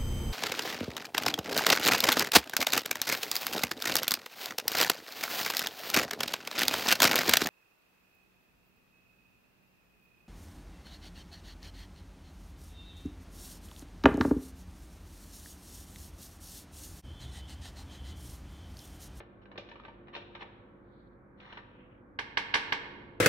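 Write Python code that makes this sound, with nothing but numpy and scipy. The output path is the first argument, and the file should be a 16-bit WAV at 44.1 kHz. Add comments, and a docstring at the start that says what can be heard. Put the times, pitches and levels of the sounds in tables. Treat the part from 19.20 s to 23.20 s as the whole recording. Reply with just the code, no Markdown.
"""A key cutting machine idles throughout: wavering hum tones over the low rush of a fan.
First a key blank is loosened in the steel clamp, with soft clicks, scrapes and thuds of the jaw.
Fingers then rub faintly on the blank, and it scrapes and clicks again as it is lifted out.
From about 3 s metal knocks four times on the machine, the third time with a bounce. Each blow
cracks and briefly rings the housing, and a hard-walled room answers."""
import sys
import numpy as np
from scipy import signal
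from scipy.fft import rfft, irfft
from scipy.io import wavfile
from scipy.ndimage import uniform_filter1d

SR = 44100
rng = np.random.default_rng(int(sys.argv[2]) if len(sys.argv) > 2 else 0)


def output_pcm(signal):
    """Save a mono or channel-first signal as 16-bit PCM at the path in sys.argv[1].

    Samples are clipped to [-1, 1] before scaling.
    """
    pcm = np.clip(np.atleast_2d(signal).T, -1, 1) * 32767
    wavfile.write(sys.argv[1], SR, np.round(pcm).astype(np.int16))


N = 176400
SCENE_T, SCENE_HZ = np.arange(N) / SR, np.fft.rfftfreq(N, 1 / SR)
T, HZ = np.arange(6000) / SR, np.fft.rfftfreq(8192, 1 / SR)  # time and frequency axes of one hit
SIDES = np.array([[.5], [-.5]])  # splits a difference between left and right
SPREAD_HZ, ECHO_FALL_S = 810, 0.02  # stereo opens above this pitch; decay of echoes in the machine

# hum tones of the machine: f/Hz, level/dB
HUM_TONES = [(48.8, -68.5), (63, -75.5), (99.5, -68), (199.6, -67), (299.3, -70), (499, -71), (553, -74),
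             (1109, -83)]
# fader curve of the main hum tone: t/s, level/dB
WHINE_FADER = [(0, -65.5), (.5, -65), (1.15, -59.5), (1.6, -66), (2.1, -67.5), (2.6, -72), (4, -59.5)]
# tone of the fan's rush: f/Hz, relative level/dB
FAN_EQ = [(15, -15), (78, -5), (115, 2.5), (165, -3.5), (230, 0.5), (370, -5.5), (520, -7), (700, -13.5),
          (1550, -13), (1900, -22), (2350, -26.5), (2700, -45.5), (5200, -60.5)]
# stereo image of the fan: f/Hz, left-right correlation
FAN_CORRELATION = [(60, 0.79), (200, 0.96), (420, 0.3), (800, 0.2), (1500, -0.24), (4000, 0.56)]
# decay of the room: f/Hz, t60/s
ROOM_DECAY = [(200, 7.6), (600, 1.62), (1500, 1.1), (3500, 0.92), (6000, 0.53), (10000, 0.48)]
# fingers rubbing the blank: t/s, length/s, centre f/Hz, level/dB
FINGER_RUBS = [(1.62, 0.4, 3760, -83.5), (2.408, 0.43, 2540, -70)]
# pure pings of small metal parts: t/s, f/Hz, level/dB, t60/s
METAL_PINGS = [(0.599, 1246, -50, 0.1), (.684, 926, -48, 0.13), (3.523, 13500, -36.5, 0.0077)]
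# clicks of the blank in the clamp: t/s, relative level/dB, tilt/(dB per octave)
BLANK_CLICKS = [(.002, -7.5, -2), (.255, -16.5, -2.5), (0.315, -11.5, -3), (.356, -12.5, -5),
                (0.3767, 0.5, 7), (0.488, -10, 2.5), (.514, -7.5, -0.5), (.556, -10, -2.5),
                (0.597, -12, -3), (0.636, -13.5, -3), (.649, -8.5, -2), (0.681, -10.5, -3),
                (.871, -18.5, -5.5), (0.882, -12.5, -5), (0.9507, 2, 2), (.963, 0, 2.5), (1.15, -3, -0.5),
                (1.221, -4.5, -3), (2.201, -12.5, 2.5), (2.325, -5.5, 0.5), (2.372, -2.5, -0.5)]
# dull thuds of the clamp jaw: t/s, relative level/dB
JAW_THUDS = [(.005, -2.5), (.381, 3), (.964, 0), (1.224, -5.5)]
# tone of a thud: f/Hz, gain/dB
THUD_EQ = [(100, -24.5), (320, -6), (590, 1), (800, -8.5), (1300, -29.5), (5000, -64.5)]
# scrapes of metal on metal: t/s, length/s, relative level/dB
BLANK_SCRAPES = [(0.213, 0.029, -26), (0.926, 0.032, -8), (0.996, 0.038, -17.5), (1.19, 0.041, -7.5),
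                 (2.165, 0.24, -16)]
# broad tone of the clamp: f/Hz, gain/dB
CLAMP_EQ = [(100, -21.5), (450, 4), (2000, 4), (4000, -1), (4800, -18), (5800, -22.5), (6900, -36),
            (8500, -58.5), (12000, -79)]
# resonances of the clamp: f/Hz, width/Hz, boost/dB
CLAMP_MODES = [(929, 85, 10.1), (1164, 50, 9.5), (1552, 50, 8.2), (1786, 88, 9), (2400, 140, 6.8),
               (2907, 174, 5.9), (3730, 132, 3.6), (5460, 230, 8.4)]
# modes of the housing: f/Hz, relative level/dB, t60/s, left minus right/dB
HOUSING_MODES = [(432, -55, 0.088, 0), (933.3, -33.5, 0.1, 0), (1128.5, -41.5, 0.12, -8),
                 (1548, -34, 0.043, -24), (1641, -40.5, .06, -18), (1766, -34, 0.084, -8),
                 (2141, -40.5, .06, 4), (2164, -27, 0.036, -11), (2397, -46, .06, 8),
                 (2840, -33.5, 0.037, -3), (2838, -34, 0.026, 8.5), (3087, -39.5, 0.045, 13.5),
                 (3203, -37, .07, 3), (3880, -49, 0.019, 0.5), (4050, -53, 0.017, 6.5)]
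# tone of a knock's crack: f/Hz, gain/dB
CRACK_EQ = [(80, -14), (280, -8), (460, -8), (660, -10), (930, -1), (1300, -7), (1600, 0), (2150, -1.5),
            (2600, -4), (2830, -7.5), (3550, -7.5), (4050, -9.5), (4600, -9), (4800, -18), (5450, -13),
            (6100, -23.5), (7100, -35), (7900, -31), (8900, -57), (13000, -92)]
# pan of the crack: f/Hz, left minus right/dB
CRACK_PAN = [(700, -1), (1600, 1), (2400, -2), (3500, 1), (5500, 1), (8000, -13.5)]
# blows on the machine: t/s, relative level/dB, tilt/(dB per octave), relative high ring level/dB
BLOWS = [(2.988, -4.5, -0.5, -8.5), (3.1708, 2, 0.5, -2.5), (3.3393, 4, 3, 6), (3.3525, 1, -1, -7.5),
         (3.522, 1, 0, -12)]


def amp(db):
    """Decibels to gain."""
    return 10 ** (np.asarray(db) / 20)


def unit_rms(x):
    """Scales to rms 1."""
    return x / np.sqrt(np.mean(x ** 2) + 1e-20)


def curve(points, hz):
    """Reads a table on a log-frequency axis."""
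    f, value = np.transpose(points)
    return np.interp(np.log(hz + 1), np.log(f), value)


def add(mix, s, sound):
    """Mixes a sound into a stereo track at time s."""
    part = mix[:, max(round(s * SR), 0):][:, :sound.shape[1]]
    part += sound[:, :part.shape[1]]


def eq(x, db):
    """Minimum-phase EQ with the gain db at the frequencies HZ."""
    cepstrum = irfft(np.log(amp(db)))
    size = cepstrum.shape[-1]
    causal = (np.arange(size) < size // 2) * np.minimum(np.arange(size) + 1, 2)
    taps = irfft(np.exp(rfft(cepstrum * causal)))
    return signal.fftconvolve(x, np.atleast_2d(taps)[:, :size // 2], axes=1)


def tilt(db_per_octave):
    """Tilt EQ in dB, pivoting at 2 kHz."""
    return db_per_octave * np.log2(np.clip(HZ, 300, 8000) / 2000)


def bell(hz, centre_hz, width_hz):
    """Bell-shaped gain around a centre."""
    return np.exp(-((hz - centre_hz) / width_hz) ** 2 / 2)


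def left_lag(hz, full_s=0.00029):
    """Seconds by which the left ear hears a frequency late; the bass arrives together."""
    return full_s * np.clip(hz / SPREAD_HZ - 1, 0, 1)


def correlate(pair, likeness):
    """Blends two independent noises into a stereo pair with the given correlation."""
    left, other = pair
    return np.array([left, likeness * left + np.sqrt(1 - likeness ** 2) * other])


def burst(envelope):
    """White stereo noise hit of about unit energy, centred in the bass and wide on top."""
    spectrum = rfft(rng.standard_normal((2, len(T))) * envelope, 2 * len(HZ) - 2)
    spectrum = correlate(spectrum, bell(HZ, 0, SPREAD_HZ))
    spectrum[0] *= np.exp(-2j * np.pi * HZ * left_lag(HZ))
    spectrum /= np.sqrt(abs(uniform_filter1d(abs(spectrum) ** 2, size=26, axis=1)) + 1e-12)  # flatten
    return irfft(spectrum)[:, :len(T)] * np.minimum(np.arange(len(T)) / 10, 1)


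def attack(rise_s):
    """Smooth fade-in."""
    return np.sin(np.pi / 2 * np.minimum(T / rise_s, 1)) ** 2


def decay(hold_s, fall_s):
    """Envelope that holds, then dies away."""
    return np.exp(-np.maximum(T - hold_s, 0) / fall_s)


def drift(rate_hz):
    """Slow random modulation of rms 1."""
    return unit_rms(irfft(rfft(rng.standard_normal(N)) * np.exp(-SCENE_HZ / rate_hz), N))


def machine(whine_hz=349.2, waver_db=2, waver_hz=1.1):
    """The idling bed: wavering hum tones over the low rush of a fan, leaning slightly right."""
    whine_db = np.interp(SCENE_T, *np.transpose(WHINE_FADER))
    hum = np.zeros(N)
    for hz, db in HUM_TONES + [(whine_hz, whine_db)]:
        peak = np.sqrt(2) * amp(db + waver_db * drift(rate_hz=4.6))
        pitch = hz + waver_hz * drift(rate_hz=3.33)
        hum += peak * np.sin(2 * np.pi * np.cumsum(pitch) / SR)
    air = correlate(rfft(rng.standard_normal((2, N))), curve(FAN_CORRELATION, SCENE_HZ))
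    fan = unit_rms(irfft(air * amp(curve(FAN_EQ, SCENE_HZ)), N))
    return (hum + amp(-58) * fan) * amp(-SIDES)


def room(send, build_s=0.0024):
    """Hard walls return a diffuse tail whose bass outlasts its treble."""
    hz, t, noise = signal.stft(rng.standard_normal((2, SR)), SR, nperseg=256)
    noise = correlate(noise, np.exp(-(hz[:, None] / SPREAD_HZ) ** 2))
    tail = signal.istft(noise * amp(-60 * t / curve(ROOM_DECAY, hz)[:, None]), SR, nperseg=256)[1]
    tail *= np.minimum(np.arange(tail.shape[1]) / SR / build_s, 1) ** 2
    return signal.fftconvolve(send, tail / np.linalg.norm(tail[0]), axes=1)[:, :N]


def fingers(uneven_db=3):
    """Skin slides faintly over the blank, catching and slipping."""
    grip = amp(uneven_db * drift(rate_hz=25))
    out = np.zeros((2, N))
    for s, length, hz, db in FINGER_RUBS:
        stroke = np.sin(np.pi * np.clip((SCENE_T - s) / length, 0, 1))
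        hiss = irfft(rfft(rng.standard_normal((2, N))) * bell(SCENE_HZ, hz, width_hz=550), N)
        out += amp(db) * stroke * unit_rms(hiss)
    return grip * out


def pings():
    """Some contacts set a single mode of a small metal part ringing."""
    out = np.zeros((2, N))
    for s, hz, db, t60 in METAL_PINGS:
        ping = attack(rise_s=.0015) * amp(db - 60 * T / t60) * np.sin(2 * np.pi * hz * T)
        add(out, s, ping[None])
    return out


def contact(ripple_db=2.5):
    """Each point of contact favours its own resonances: a random EQ ripple in dB."""
    ripple = uniform_filter1d(rng.standard_normal(len(HZ)), size=36)
    return ripple_db * unit_rms(uniform_filter1d(ripple, size=24))


def scrape(length_s, fall_s, slips_per_s=1400, spread_db=3):
    """Metal drags over metal in a swelling run of tiny slips, each one a click."""
    progress = np.arange(SR // 2) / SR / length_s
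    swell = np.sqrt(np.maximum(progress ** 2 * (1 - progress), 0))
    onsets = rng.random(len(swell)) < slips_per_s / SR
    slips = onsets * swell * amp(spread_db * rng.standard_normal(len(swell)))
    slips *= np.sqrt(length_s * 100 / (np.sum(slips ** 2) + 1e-12))  # unit energy per 10 ms
    return signal.fftconvolve(slips[None], burst(decay(0, fall_s)), axes=1)


def clamp(hold_s=0.0034, fall_s=0.0027, click_trim_db=-12.5, scrape_trim_db=-11.5):
    """Clicks and scrapes of the blank ring the steel clamp; the jaw thuds under a few clicks."""
    drive, thuds = np.zeros((2, 2, N))
    envelope = np.hypot(decay(hold_s, fall_s), amp(-7) * decay(hold_s, ECHO_FALL_S))  # hit and echoes
    for s, db, slope in BLANK_CLICKS:
        add(drive, s, eq(burst(envelope), click_trim_db + db + tilt(slope) + contact()))
    for s, db in JAW_THUDS:
        add(thuds, s, eq(burst(envelope), db + curve(THUD_EQ, HZ)))
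    for s, length, db in BLANK_SCRAPES:
        add(drive, s, amp(scrape_trim_db + db) * scrape(length, fall_s))
    peaks_db = sum(db / (1 + (2 * (HZ - hz) / width) ** 2) for hz, width, db in CLAMP_MODES)
    return eq(drive, curve(CLAMP_EQ, HZ) + peaks_db)[:, :N] + thuds


def high_ring(centre_hz=10260, width_hz=230):
    """The sheen on a knock: a tight cluster of high modes of a small metal part."""
    cut_db = np.minimum(2 * ((HZ - centre_hz) / width_hz) ** 2, 100)
    return eq(burst(decay(0, fall_s=0.021)), -cut_db)


def housing(rise_s=0.0023):
    """The struck housing builds up quickly, then each mode dies at its own rate."""
    ring = np.zeros((2, len(T)))
    for hz, db, t60, pan in HOUSING_MODES:
        cycles = hz * (T - SIDES * left_lag(hz)) + rng.random()
        ring += amp(db - 60 * T / t60 + SIDES * pan) * np.sin(2 * np.pi * cycles)
    fade_out = np.minimum((T[-1] - T) / rise_s, 1)
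    return ring * attack(rise_s) * fade_out


def knocks(rise_s=.001, crack_trim_db=10, snap_hz=5400, snap_trim_db=-7, ring_trim_db=-17):
    """Each blow snaps, cracks, echoes inside the machine and rings the housing and a small part."""
    out = np.zeros((2, N))
    body = housing()
    echoes = amp(-10) * decay(hold_s=0.013, fall_s=ECHO_FALL_S)
    envelope = np.minimum((T / rise_s) ** .5, 1) * np.hypot(decay(hold_s=.006, fall_s=.002), echoes)
    crack = burst(envelope)  # the same spot is struck each time
    tone_db = crack_trim_db + curve(CRACK_EQ, HZ)
    mode_boost_db = 3 * np.max([bell(HZ, hz, width_hz=49) for hz, *_ in HOUSING_MODES], axis=0)
    crack_db = tone_db + mode_boost_db + SIDES * curve(CRACK_PAN, HZ)
    low_cut_db = np.minimum(HZ - snap_hz, 0) / 20
    snap_db = snap_trim_db + np.maximum(tone_db + low_cut_db, tone_db[-1])
    for s, db, slope, ring_db in BLOWS:
        snap = burst(decay(hold_s=0.0012, fall_s=0.0012))  # the instant of contact
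        add(out, s, eq(snap, db + snap_db))
        add(out, s, eq(crack, db + crack_db + tilt(slope)))
        add(out, s, amp(db) * body)
        add(out, s, amp(ring_trim_db + ring_db) * high_ring())
    return out


def scene():
    """Knocks and handling over the idling bed; only the knocks and the clamp feed the room."""
    blows, handling = knocks(), clamp()
    tail = room(amp(-8.5) * blows + amp(-9) * handling)
    return blows + pings() + handling + fingers() + tail + machine()


def record(dry, treble_hz=5100, treble_lag_s=0.0037, cutoff_hz=15500):
    """The treble arrives a few milliseconds late, and a low-pass trims the very top."""
    size = N + len(T)
    hz = np.fft.rfftfreq(size, 1 / SR)
    lag = treble_lag_s * (1 + np.tanh((hz - treble_hz) / 300)) / 2
    all_pass = np.exp(-2j * np.pi * np.cumsum(lag) * hz[1])
    smeared = irfft(rfft(dry, size) * all_pass, size)[:, :N]
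    low_pass = signal.firwin(511, cutoff_hz, window=("kaiser", 9), fs=SR)
    return signal.oaconvolve(smeared, low_pass[None], "same")


dry = scene()
out = record(dry)
output_pcm(out)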